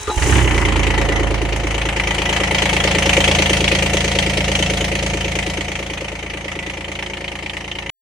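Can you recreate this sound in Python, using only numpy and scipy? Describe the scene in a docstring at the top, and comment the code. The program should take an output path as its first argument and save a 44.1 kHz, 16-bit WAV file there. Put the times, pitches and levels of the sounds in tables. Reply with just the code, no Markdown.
"""A starter whirrs and clanks; a small loader's three-cylinder diesel catches at once, flares and settles
to a knocking idle. Every firing puffs through exhaust and intake and rattles the block; a dull clunk
returns once per cycle. We listen outdoors, first by the seat, where loose panels buzz, then at the open
engine bay, full of clatter, gear whine and pinging brackets. As we step back, the knock dries out and
a reflection off the rear door turns it hollow. Just before eight seconds the sound cuts off."""
import sys
import numpy as np
from scipy import signal
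from scipy.fft import rfft, irfft, next_fast_len
from scipy.io import wavfile
from scipy.ndimage import map_coordinates

SR = 44100
rng = np.random.default_rng(int(sys.argv[2]) if len(sys.argv) > 2 else 0)


def transcribe(u):
    """Save the signal u as a 16-bit wav file named by the first command-line argument.

    u: samples, shape (n,) or (channels, n), limited to [-1, 1]; the rate is SR.
    q: integer samples, one column per channel.
    """
    v = np.clip(np.atleast_2d(u).T, -1, 1)
    q = np.round(v * 32767).astype(np.int16)
    wavfile.write(sys.argv[1], SR, q)


N = 353285

FIRST_FIRING_S, CUT_S = .175, 7.902
KNOCK_ATTACK_S = .00022  # the fuel lights all at once
MAX_SIGMA = 1.3  # limit on random swings, in standard deviations

# The starter's tones. Each row: start and end in seconds, pitch in Hz, level in dB.
STARTER_TONES = [(0, .3, 415, -43), (0, .1, 861, -46), (.074, .1, 422, -21), (.074, .115, 1227, -27),
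                 (.074, .11, 1362, -32), (.1, .17, 355, -32), (.092, .15, 858, -27), (.15, .4, 858, -33),
                 (.1, .13, 3950, -35), (0, .36, 3910, -45), (.13, .3, 2795, -41)]
# The grind of the starter gears. Each row: time in seconds, level in dB.
GRIND_LEVEL = [(0, -38), (.07, -39.5), (.15, -34.5), (.25, -28.5), (.37, -31), (.5, -40), (.65, -42),
               (.9, -100)]
# The colour of that grind. Each row: frequency in Hz, gain in dB.
GRIND_EQ = [(3500, -39), (5300, -10), (6300, -3.5), (9500, -11.5), (16000, -21.5)]
# The pinion hits the ring gear. Each row: time in seconds, level in dB.
PINION_HITS = [(0.072, -31), (0.101, -37)]
# Starter and first firings rock the engine. Each row: time in seconds, level in dB.
MOUNT_KICKS = [(.074, -15), (.163, -11), (.214, -2)]
# The drone's partials. Each row: multiple of the firing rate, path (0 exhaust, 1 panels, 2 intake),
# level in dB.
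DRONE_PARTIALS = [(1, 0, -26.5), (2, 0, -1.5), (3, 1, 1.5), (4, 0, -11.5), (5, 2, -6.5), (6, 2, -10),
                  (7, 2, -2.5), (5, 0, -17.5)]
# The exhaust boom along the walk. Each row: time in seconds, level in dB.
EXHAUST_LEVEL = [(0.6, -19), (1.45, -21), (2.5, -28), (3.21, -26), (5.22, -27.5), (5.77, -34.5),
                 (7.33, -39.5), (7.88, -38.5)]
# The clatter fades in as the engine catches. Each row: time in seconds, gain in dB.
CATCH_FADE = [(.15, -37), (.18, -4), (.27, 0)]
# The hardest firings. Each row: time in seconds, strength in dB, crack level in dB, ring pitch in Hz.
HARD_KNOCKS = [(.222, 4.5, -21, 2000), (.324, 2, -14, 1600), (.354, 1, -20, 2300), (.382, 1, -15, 1800),
               (.578, 1, -19, 2050), (.651, 2, -16, 2100), (.759, 1, -19, 2400), (.831, 1, -20, 2400),
               (1.159, 3, -22, 2100), (1.815, 1, -18, 2600), (1.888, 1.5, -15, 2100), (1.998, 0, -15, 2100),
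               (2.363, 2, -15, 2300), (2.435, 1, -14, 2100), (3.023, 0, -16, 2300), (3.093, 1, -14, 2800),
               (3.131, 1, -15, 2500), (3.167, 0, -14, 2300), (3.241, 1, -13, 2500), (3.349, 0, -14, 2800),
               (3.386, 1.5, -14, 2600), (3.421, 1, -15, 2400), (3.678, 1.5, -16, 2800),
               (3.715, 2, -14, 2600), (4.187, 4.5, -10, 3300), (4.552, 2, -14, 2900), (5.353, 2, -19, 2400),
               (5.388, 3.5, -18, 2200), (5.426, 1, -21, 2600), (5.754, 2, -25, 2500), (5.974, 2, -23, 2500),
               (6.082, 2, -27, 2500), (6.299, 1.5, -27, 2800), (6.59, 1, -25, 2500), (6.844, 0, -27, 3100),
               (6.953, 0, -26, 3080), (6.989, 1, -26, 2280), (7.062, 0, -26, 3100), (7.243, 0, -25, 2400),
               (7.461, 0, -25, 2400), (7.025, 4, -23, 2100), (7.135, 1.5, -27, 2250), (7.354, 1, -27, 2300),
               (7.17, 0, -27, 3100), (7.279, 0, -22, 3170), (7.496, 1.5, -21, 3160),
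               (7.568, 3.5, -24, 2200), (7.714, 2, -20, 3150), (7.786, 3.5, -24, 2900),
               (7.823, 0, -26, 2750), (7.861, 0, -26, 2180), (7.894, 5, -22, 2950)]
# Metal hits in one cycle. Each row: cylinder, delay from its firing in seconds, level in dB.
METAL_HITS = [(0, 0, 10.5), (0, 0.0007, -9), (1, -.003, 0), (1, 0.0011, 9), (1, .004, -6), (1, .0105, -7),
              (2, -.002, -3), (2, 0.0011, 9), (2, .004, 4), (2, .01, -6.5)]
# The casing's dull body. Each row: frequency in Hz, gain in dB.
CASING_EQ = [(120, -40.5), (200, 7.5), (221, -0.5), (243, -12.5), (298, -5.5), (425, -9), (490, -12),
             (535, -3), (650, -13), (705, -5), (1000, -15), (1300, -59.5), (2200, -120)]
# Blows on the casing in one cycle. Each row: cylinder, delay from its firing in seconds, pitch in Hz,
# time to fall 60 dB in seconds, level in dB.
CASING_BLOWS = [(0, 0.0033, 571, 0.049, -8.5), (0, 0.0118, 572, 0.024, 2.5), (0, 0.00057, 348, 0.11, -13),
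                (1, .010, 723, 0.076, -11.5), (1, 0.01234, 282, 0.018, -23), (1, .021, 579, 0.022, -12),
                (1, 0.004, 920, 0.045, -3), (2, 0.00664, 417.5, 0.077, -6), (2, 0.01067, 534.5, 0.037, 4),
                (2, 0.00899, 592, 0.025, 5), (2, 0.01113, 312, 0.047, 3.5)]
# The clunk stands out near the fan shroud. Each row: time in seconds, level against the casing in dB.
CLUNK_LEVEL = [(.3, -8), (.8, -8), (1.3, -6), (1.8, -7.5), (2.4, -2.5), (3.3, -2), (5.6, -3), (6.3, -3.5),
               (7.9, -7.5)]
# The block's bright body. Each row: frequency in Hz, gain in dB.
BLOCK_EQ = [(600, -18.5), (780, 1.5), (900, -0.5), (1120, -6), (1560, -10), (1920, -4.5), (2200, 3),
            (2600, -2), (3100, -3.5), (3600, -10.5), (4900, -17), (6500, -20), (10000, -25.5)]
# Ringing covers. Each row: pitch in Hz, width in Hz, level against the block in dB.
COVER_MODES = [(1217, 18, -1), (1355, 10, 0.5), (1786, 43, 0), (2912, 33, -4.5), (3070, 61, -1),
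               (6260, 700, -0.5)]
# The timing gears' whine. Each row: multiple of the firing rate, level against the gear case in dB.
WHINE_PARTIALS = [(16, -13), (17, -10.5), (18, -13), (19, -10), (20, -7), (25, -13.5), (26, -10.5),
                  (34, -16), (49, -22), (55, -22), (68, -16)]
# Loose brackets. Each row: pitch in Hz, time to fall 60 dB in seconds, relative level in dB.
BRACKET_MODES = [(1930, 0.11, -18), (2147, 0.091, -16.5), (2330, 0.035, -11.5), (2700, 0.39, -11.5),
                 (2820, 0.08, -15), (3090, 0.053, -7.5), (3304, 0.048, -6)]
# A guard's ring near 2 kHz. Each row: time in seconds, level in dB.
GUARD_LEVEL = [(0.35, -38.5), (1.19, -30.5), (1.31, -46.5), (2.43, -30.5), (5.55, -41.5), (6.24, -46),
               (6.58, -35.5), (7.4, -56), (7.88, -49.5)]
# The hydraulic pump's hum. Each row: time in seconds, level in dB.
PUMP_LEVEL = [(.7, -52), (1.6, -39.5), (3.5, -44), (6, -51.5), (7, -45), (7.9, -44.5)]
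# Loose cab panels. Each row: pitch in Hz, width in Hz, level in dB.
PANEL_MODES = [(960, 290, -4), (2002, 51, -0.5), (2790, 36, -6), (3055, 47, 0)]
# Their buzz along the walk. Each row: time in seconds, level in dB.
BUZZ_LEVEL = [(.25, -54), (.36, -26.5), (.6, -30), (1.2, -34), (1.5, -40), (2.1, -59)]
# The walk from the seat to the bay and away. Each row: time in seconds, closeness in dB.
WALK_CLOSENESS = [(.9, -5.5), (1.4, -9), (1.8, -8.5), (2.6, -4), (3.3, -1.2), (4.1, -4), (4.6, -4),
                  (5.5, -8), (6.2, -13), (6.7, -12.5), (7.9, -14.5)]
# How openly we face the block rather than the fan shroud. Each row: time in seconds, view in dB.
BLOCK_VIEW = [(1.45, -3.5), (2.05, 5), (3.2, 1.5), (3.8, -1.6), (5.4, -2.5), (6.1, 0.5)]
# The mix, by part. Each entry: base level in dB, dB per dB of closeness, dB per dB of view,
# then extra dB over the console, beside the cab and in the flare.
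PART_MIX = {"panels": (-25, 1.27, -0.3, 4.5, 3, 2), "intake": (-22, 1.36, -0.24, -4.5, -6.5, -16),
            "sump": (-26.5, 0.9153, 0, 8.5, 8.5, 2.5), "gear case": (-25, 1.1, 0, -1.5, 4, -4.5),
            "block": (-27.5, 1, 1, 7.5, 8.5, -3), "knock": (-21.5, 0.99, 0.29, 0.5, -0.5, -2),
            "brackets": (-20, 1.8, -0.06, -9, -14, -0.5), "injectors": (-24, 1.4166, 0, -2, -1.4, -7.5)}
# Stereo width. Each row: frequency in Hz, side minus mid in dB.
STEREO_WIDTH = [(110, -5.5), (250, -23.5), (380, -9.5), (600, -2), (800, -2.5), (1290, -10), (2380, -1),
                (4400, -5), (8100, 0), (15000, 22)]
# Where the machinery sits. Each row: time in seconds, left minus right in dB.
MACHINERY_PAN = [(0.2, 1), (1.96, 1.5), (5.13, 0.5), (6.5, 0.5), (7.4, 0.5)]
# The rear door's reflection. Each row: time in seconds, delay in milliseconds, level in dB.
DOOR_ECHO = [(4.8, 0.71, -31), (5.5, 0.83, -26), (6.6, 0.82, -18), (7.3, 1.02, -18), (7.9, 1.02, -8.5)]
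# The bay's echoes fade as we leave. Each row: time in seconds, extra decay in dB per second.
TAIL_DAMPING = [(5.3, 3), (7, 171)]
# The dull top octave. Each row: frequency in Hz, gain in dB.
MASTER_EQ = [(10000, 0.5), (10800, -30.5), (13800, -17), (15000, -9)]


def amp(db):
    """Decibels to gain."""
    return 10 ** (np.asarray(db) / 20)


def unit(x):
    """Scale to rms 1."""
    return x / np.sqrt(np.mean(x ** 2) + 1e-20)


def clock():
    """The time of every sample, in seconds."""
    return np.arange(N) / SR


def eq(points, hz):
    """Gain through (Hz, dB) points on a log frequency axis."""
    knots_hz, db = np.transpose(points)
    return amp(np.interp(np.log(hz + 1), np.log(knots_hz + 1), db))


def curves(rows):
    """One automation curve for each column after the time."""
    times, *columns = np.transpose(rows)
    return [np.interp(clock(), times, column) for column in columns]


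def wobble(rate):
    """A smooth random curve, rate knots a second."""
    return map_coordinates(rng.standard_normal(int(N * rate / SR) + 4), [clock() * rate])


def filtered(x, response):
    """Shape x by a frequency response."""
    size = next_fast_len(N + SR // 4)
    return irfft(rfft(x, size) * response(np.fft.rfftfreq(size, 1 / SR)), size)[..., :N]


def band(hz, lo_hz, hi_hz, order=8):
    """Gain of a band-pass with steep sides."""
    return ((1 + (lo_hz / (hz + 1)) ** (2 * order)) * (1 + (hz / hi_hz) ** (2 * order))) ** -.5


def resonance(hz, centre, width):
    """Response of one ringing mode."""
    return 1j * hz * width / (centre ** 2 - hz ** 2 + 1j * hz * width)


def add(track, s, sound):
    """Mix a sound into a track at s seconds."""
    start = max(round(s * SR), 0)
    room = track[..., start:start + sound.shape[-1]]
    room += sound[..., :room.shape[-1]]


def stereo(pair, colour):
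    """Colour two unrelated signals as mid (rms 1) and side; return left and right."""
    mid, side = filtered(pair, lambda hz: colour(hz) * np.array([np.ones_like(hz), eq(STEREO_WIDTH, hz)]))
    return np.array([mid + side, mid - side]) / np.std(mid)


def noise(colour):
    """A bed of coloured stereo noise."""
    return stereo(rng.standard_normal((2, N)), colour)


def panned(x, db):
    """Lean a sound to the left by db."""
    return x * amp(np.outer([.5, -.5], db))


def by_place(console, cab):
    """One value over the console, a step to another beside the cab, then a glide to 0 at the bay."""
    return np.where(clock() < 1, console, np.interp(clock(), [1.26, 2.04], [cab, 0]))


def heard_db(part):
    """The level of one part of the machine along the walk."""
    db, per_closeness, per_view, console_db, cab_db, flare_db = PART_MIX[part]
    return (db + per_closeness * curves(WALK_CLOSENESS)[0] + per_view * curves(BLOCK_VIEW)[0]
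            + by_place(console_db, cab_db) + flare_db * flare())


def starter(waver=.014, edge_s=.0013, rough_db=4, strike_t60=.19):
    """The pinion engages with a short ring; motor and gears whirr until the engine overruns them."""
    t = clock()
    tones = np.zeros(N)
    for start, end, hz, db in STARTER_TONES:
        gate = np.clip((t - start) / edge_s, 0, 1) * np.exp(-np.maximum(t - end, 0) / edge_s)
        level = amp(db + rough_db * (wobble(330) - .5))
        cycles = np.cumsum(hz * (1 + waver * wobble(150))) / SR
        tones += level * gate * np.sqrt(2) * np.sin(2 * np.pi * cycles)
    grind = noise(lambda hz: eq(GRIND_EQ, hz) * band(hz, 3000, 16000))
    grind *= amp(curves(GRIND_LEVEL)[0] + 2.5 * wobble(160))  # the teeth grind unevenly
    whirr = noise(lambda hz: band(hz, 840, 3900, order=3) / np.sqrt(hz + 1))
    strikes = sum(amp(db - 60 * abs(t - s) / strike_t60) * (t >= s) for s, db in PINION_HITS)
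    swell = amp(np.interp(t, [.06, .12, .2, .4, .7], [-37.5, -42.5, -33, -27, -100]))
    return tones + grind + (strikes + swell) * whirr


def jolts(mount_hz=69, rise_s=.009, t60=.072):
    """Each kick sets the engine swinging briefly on its rubber mounts."""
    ages = [(np.maximum(clock() - s, 0), db) for s, db in MOUNT_KICKS]
    return sum(amp(db - 60 * t / t60) * (t / rise_s) * np.sin(2 * np.pi * mount_hz * t) for t, db in ages)


def flare(peak_s=.177, log_width=.59):
    """The overshoot after the catch, 0-1: a quick swell that the governor pulls back."""
    age = np.maximum(clock() - FIRST_FIRING_S, 1 / SR)
    return np.exp(-(np.log(age / peak_s) / log_width) ** 2)


def crank(idle_hz=27.394, shortfall_hz=11.28, run_up_s=.0351, flare_hz=7.14, creep_hz_per_s=.0355):
    """The engine's phase, counted in firings from the first: it runs up, flares and idles."""
    t = clock()
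    shortfall = shortfall_hz * np.exp(-np.maximum(t - FIRST_FIRING_S, 0) / run_up_s)
    creep = creep_hz_per_s * np.maximum(t - 2.93, 0)
    phase = np.cumsum(idle_hz - shortfall + flare_hz * flare() + creep) / SR
    return phase - np.interp(FIRST_FIRING_S, t, phase)


def drone(phase, exhaust_flare_db=5, waver_db=.6, rumble_db=-11, stumble_s=.097, stumble_db=-10):
    """Gas pulses boom through exhaust, panels and intake, over a low rumble."""
    exhaust_db = curves(EXHAUST_LEVEL)[0] + exhaust_flare_db * flare()
    intake_db = heard_db("intake")
    paths = (exhaust_db, .063), (heard_db("panels"), .16), (intake_db, .859)  # level, lag in firings
    hum = np.zeros(N)
    for multiple, path, db in DRONE_PARTIALS:
        path_db, lag = paths[path]
        hum += amp(path_db + db + waver_db * wobble(9)) * np.cos(2 * np.pi * multiple * (phase - lag))
    age = clock() - FIRST_FIRING_S
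    stumble = np.exp(-(np.maximum(age, 0) / stumble_s) ** 2)  # the first slow firings thump one by one
    running = np.clip(age / .0032 + 2, 0, 1) * amp(stumble_db * stumble * np.sin(np.pi * phase) ** 2)
    rumble = unit(filtered(rng.standard_normal(N), lambda hz: band(hz, 38, 120, order=3)))
    shake_db = np.interp(clock(), [.14, .24, .7], [-10, 3.5, -4])  # the catch shakes the frame
    rumble *= amp(np.maximum(exhaust_db, intake_db) + rumble_db + shake_db)
    return np.sqrt(2) * hum * running + rumble


def firings(strokes, usual_db=.2, scatter_db=1.5, jitter_s=.0005):
    """Time and strength of each combustion; ignition delay varies a little."""
    chance = np.clip(rng.standard_normal((len(strokes), 2)), -MAX_SIGMA, MAX_SIGMA)
    times = strokes + jitter_s * chance[:, 0]
    db = usual_db + scatter_db * chance[:, 1]
    for s, hard_db, _, _ in HARD_KNOCKS:
        nearest = np.argmin(abs(times - s))
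        times[nearest], db[nearest] = s, hard_db
    return times, db


def of_cylinder(fired, cylinder):
    """The (seconds, dB) firings of one of the three cylinders."""
    return np.transpose(fired)[cylinder::3]


def rattle(fired, alike, attack_s, t60, tail_db, tail_t60, bed_db, force, lead_s=.0005):
    """Metal hits ring dense modes, partly alike each time: a sharp burst, then a tail in the bay."""
    t = np.arange(SR // 10) / SR
    decay = np.hypot(amp(-60 * t / t60), amp(tail_db - 60 * t / tail_t60))
    envelope = (1 - np.exp(-t / attack_s)) * decay
    track = np.zeros((2, N))
    for cylinder, delay, level_db in METAL_HITS:
        signature = np.sqrt(alike) * rng.standard_normal((2, len(t)))
        for s, db in of_cylinder(fired, cylinder):
            ring = signature + np.sqrt(1 - alike) * rng.standard_normal(signature.shape)
            add(track, s + delay - lead_s, amp(level_db + force * db) * envelope * ring)
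    return unit(track) + amp(bed_db) * rng.standard_normal((2, N))  # fan and belt fill the gaps


def clunks(fired, attack_s=.0024, scatter_db=2.5, jitter_s=.000098):
    """Valve gear and gear backlash thump the casing at set crank angles."""
    t = np.arange(SR // 12) / SR
    track = np.zeros(N)
    for cylinder, delay, hz, t60, level_db in CASING_BLOWS:
        ring = np.sin(2 * np.pi * hz * t) * amp(-60 * t / t60) * (1 - np.exp(-(t / attack_s) ** 2))
        for s, _ in of_cylinder(fired, cylinder):
            onset = s + delay + jitter_s * rng.normal()
            add(track, onset, amp(level_db + scatter_db * rng.normal()) * ring)
    return unit(filtered(track, lambda hz: band(hz, 288, 1400)))


def whine(phase, waver_db=2, backlash=.0037):
    """The timing gears sing along with the crank, loosely because of their play."""
    gear = phase + backlash * wobble(40)
    return sum(amp(db + waver_db * wobble(7)) * np.sqrt(2) * np.sin(2 * np.pi * multiple * gear)
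               for multiple, db in WHINE_PARTIALS)


def block_ring(hits, lo_hz, hi_hz):
    """Hits sound through one band of the block and its ringing covers."""
    def colour(hz):
        covers = sum(amp(db) * resonance(hz, centre, width) for centre, width, db in COVER_MODES)
        return eq(BLOCK_EQ, hz) * (1 + covers) * band(hz, lo_hz, hi_hz)
    return stereo(hits, colour)


def recoloured(x, phase, patch_hz=420, depth_db=1.5):
    """Each firing favours other modes of the block."""
    hz, t, spectrum = signal.stft(x, SR, nperseg=256)
    firing = np.maximum(np.interp(t, clock(), phase) + 1.1, 0).astype(int)
    chance = rng.standard_normal((firing.max() + 1, len(hz)))
    patches = map_coordinates(chance, np.meshgrid(firing, hz / patch_hz), order=1, mode="nearest")
    gain = unit(amp(depth_db * np.minimum(unit(patches), MAX_SIGMA)))
    return signal.istft(spectrum * gain, SR, nperseg=256)[1][:, :N]


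def pings(fired, scatter_db=4.8, late_s=.00197, detune=.01):
    """Each firing shakes the loose brackets by chance, hard firings more."""
    t = np.arange(SR // 12) / SR
    total = np.zeros((2, N))
    for hz, t60, level_db in BRACKET_MODES:
        track = np.zeros((2, N))
        for s, db in np.transpose(fired):
            cycles = hz * (1 + detune * rng.normal()) * t + rng.random((2, 1))
            onset = s + late_s * rng.random()
            hit_db = db + scatter_db * np.clip(rng.normal(), -MAX_SIGMA, MAX_SIGMA)
            add(track, onset, amp(hit_db - 60 * t / t60) * np.sin(2 * np.pi * cycles))
        total += amp(level_db) * unit(track)
    return total


def clatter(phase, guard_hz=1977, guard_width_hz=22):
    """The diesel's knock, layered from the dull sump up to the injector ticks."""
    strokes = np.searchsorted(phase, np.arange(int(phase[-1]) + 1), side="right") / SR
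    fired = firings(strokes)
    geared = strokes, fired[1]  # gear-driven parts keep strict time
    casing = rattle(geared, alike=.75, attack_s=.0014, t60=.3,
                    tail_db=1, tail_t60=.23, bed_db=-11.5, force=.19)
    block = rattle(geared, alike=.53, attack_s=.00067, t60=.1,
                   tail_db=-7.5, tail_t60=.14, bed_db=-12, force=.56)
    knock = rattle(fired, alike=.4, attack_s=KNOCK_ATTACK_S, t60=.11,
                   tail_db=-19, tail_t60=.16, bed_db=-13.5, force=.66)
    tick = rattle(fired, alike=.068, attack_s=.0016, t60=.048,
                  tail_db=-8, tail_t60=.18, bed_db=-10, force=.9)
    damping = drier_tails(fired[0])
    body = stereo(casing, lambda hz: eq(CASING_EQ, hz))
    body += amp(curves(CLUNK_LEVEL)[0]) * panned(clunks(geared), .85)
    layers = {"sump": unit(filtered(body, lambda hz: band(hz, 235.7, 463, order=12))),
              "gear case": unit(filtered(body, lambda hz: band(hz, 545, 712))) + whine(phase),
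              "block": block_ring(block, 752, 1815),
              "knock": block_ring(damping * recoloured(knock, phase), 1410, 3320),
              "brackets": damping * pings(fired),
              "injectors": block_ring(recoloured(tick, phase, patch_hz=906, depth_db=2), 3676, 13550)}
    guard = stereo(tick, lambda hz: resonance(hz, guard_hz, guard_width_hz))  # rings on between firings
    guard *= amp(curves(GUARD_LEVEL)[0])
    return guard + sum(amp(heard_db(part)) * layer for part, layer in layers.items())


def fan_and_pump(phase, blades_per_firing=6.17, strokes_per_firing=13, slip=.004):
    """The belt-driven fan hums and rushes; the hydraulic pump holds a steady note."""
    def tone(cycles, waver_db=3.5):
        return np.sqrt(2) * np.sin(2 * np.pi * cycles) * amp(waver_db * wobble(4.5))
    air = amp(-13) * noise(lambda hz: band(hz, 120, 170, order=3))
    blades = amp(-12) * tone(blades_per_firing * (phase + slip * wobble(11)))
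    pump = amp(curves(PUMP_LEVEL)[0]) * tone(strokes_per_firing * phase)
    return amp(heard_db("intake")) * (blades + air) + pump


def cracks(t60=.04, breadth=.32, ring_db=-7.5, ring_t60=.08, pair_ratio=1.035, side_db=-5):
    """The hardest firings crack sharply and leave a close pair of modes ringing."""
    t = np.arange(SR // 10) / SR
    hz = np.fft.rfftfreq(len(t), 1 / SR)
    attack = 1 - np.exp(-t / KNOCK_ATTACK_S)
    track = np.zeros((2, N))
    for s, _, db, centre in HARD_KNOCKS:
        colour = resonance(hz, centre, breadth * centre) * band(hz, centre / 2, 3700, order=6)
        burst = unit(irfft(rfft(rng.standard_normal((2, len(t)))) * colour, len(t)))
        ring = sum(np.sin(2 * np.pi * (mode_hz * t + rng.random((2, 1))))
                   for mode_hz in (centre, centre / pair_ratio))
        crack = burst * amp(-60 * t / t60) + ring * amp(ring_db - 60 * t / ring_t60)
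        mid, side = crack * attack * amp([[db], [db + side_db]])
        add(track, s, np.array([mid + side, mid - side]))
    return track


def panel_buzz(rough_db=5.5):
    """Loose panels near the seat chatter on between the firings."""
    def colour(hz):
        modes = sum((-1) ** k * amp(db) * resonance(hz, centre, width)
                    for k, (centre, width, db) in enumerate(PANEL_MODES))
        return modes * band(hz, 800, 2400, order=4)
    chatter = rng.standard_normal((2, N)) * amp(rough_db * wobble(260))
    return amp(curves(BUZZ_LEVEL)[0]) * stereo(chatter, colour)


def door_reflection(x):
    """The open rear door throws back a copy, later and louder as we withdraw: the clatter goes hollow."""
    t = clock()
    delay_ms, db = curves(DOOR_ECHO)
    echo = np.array([np.interp(t - delay_ms / 1000, t, channel) for channel in x])
    return x + amp(db) * filtered(echo, lambda hz: band(hz, 420, 3300, order=3))


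def drier_tails(times, burst_s=.008):
    """Gain that tightens the tail after each knock's burst as we leave the bay's echoes behind."""
    latest = np.maximum(np.searchsorted(times, clock()) - 1, 0)
    age = np.maximum(clock() - times[latest], 0)
    return amp(-curves(TAIL_DAMPING)[0] * (age - burst_s))


def scene():
    """The low end and the machinery, mixed along the walk."""
    phase = crank()
    engine = amp(curves(CATCH_FADE)[0]) * (door_reflection(clatter(phase)) + fan_and_pump(phase))
    machinery = engine + cracks() + panel_buzz() + starter()
    low_end = drone(phase) + jolts()
    low_pan_db = .3 + by_place(console=-7, cab=-7)  # starts on the right, centres at the bay
    return panned(low_end, low_pan_db) + panned(machinery, curves(MACHINERY_PAN)[0])


def record(dry, ceiling=.94, top_hz=16200):
    """The master chain: an abrupt stop, a dull top octave, rounded peaks and a band limit."""
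    gate = np.clip((CUT_S - clock()) * 1000, 0, 1)
    dulled = filtered(dry * gate, lambda hz: eq(MASTER_EQ, hz))
    rounded = dulled / (1 + abs(dulled / ceiling) ** 10) ** (1 / 10)
    return filtered(rounded, lambda hz: hz < top_hz)


dry = scene()
out = record(dry)
transcribe(out)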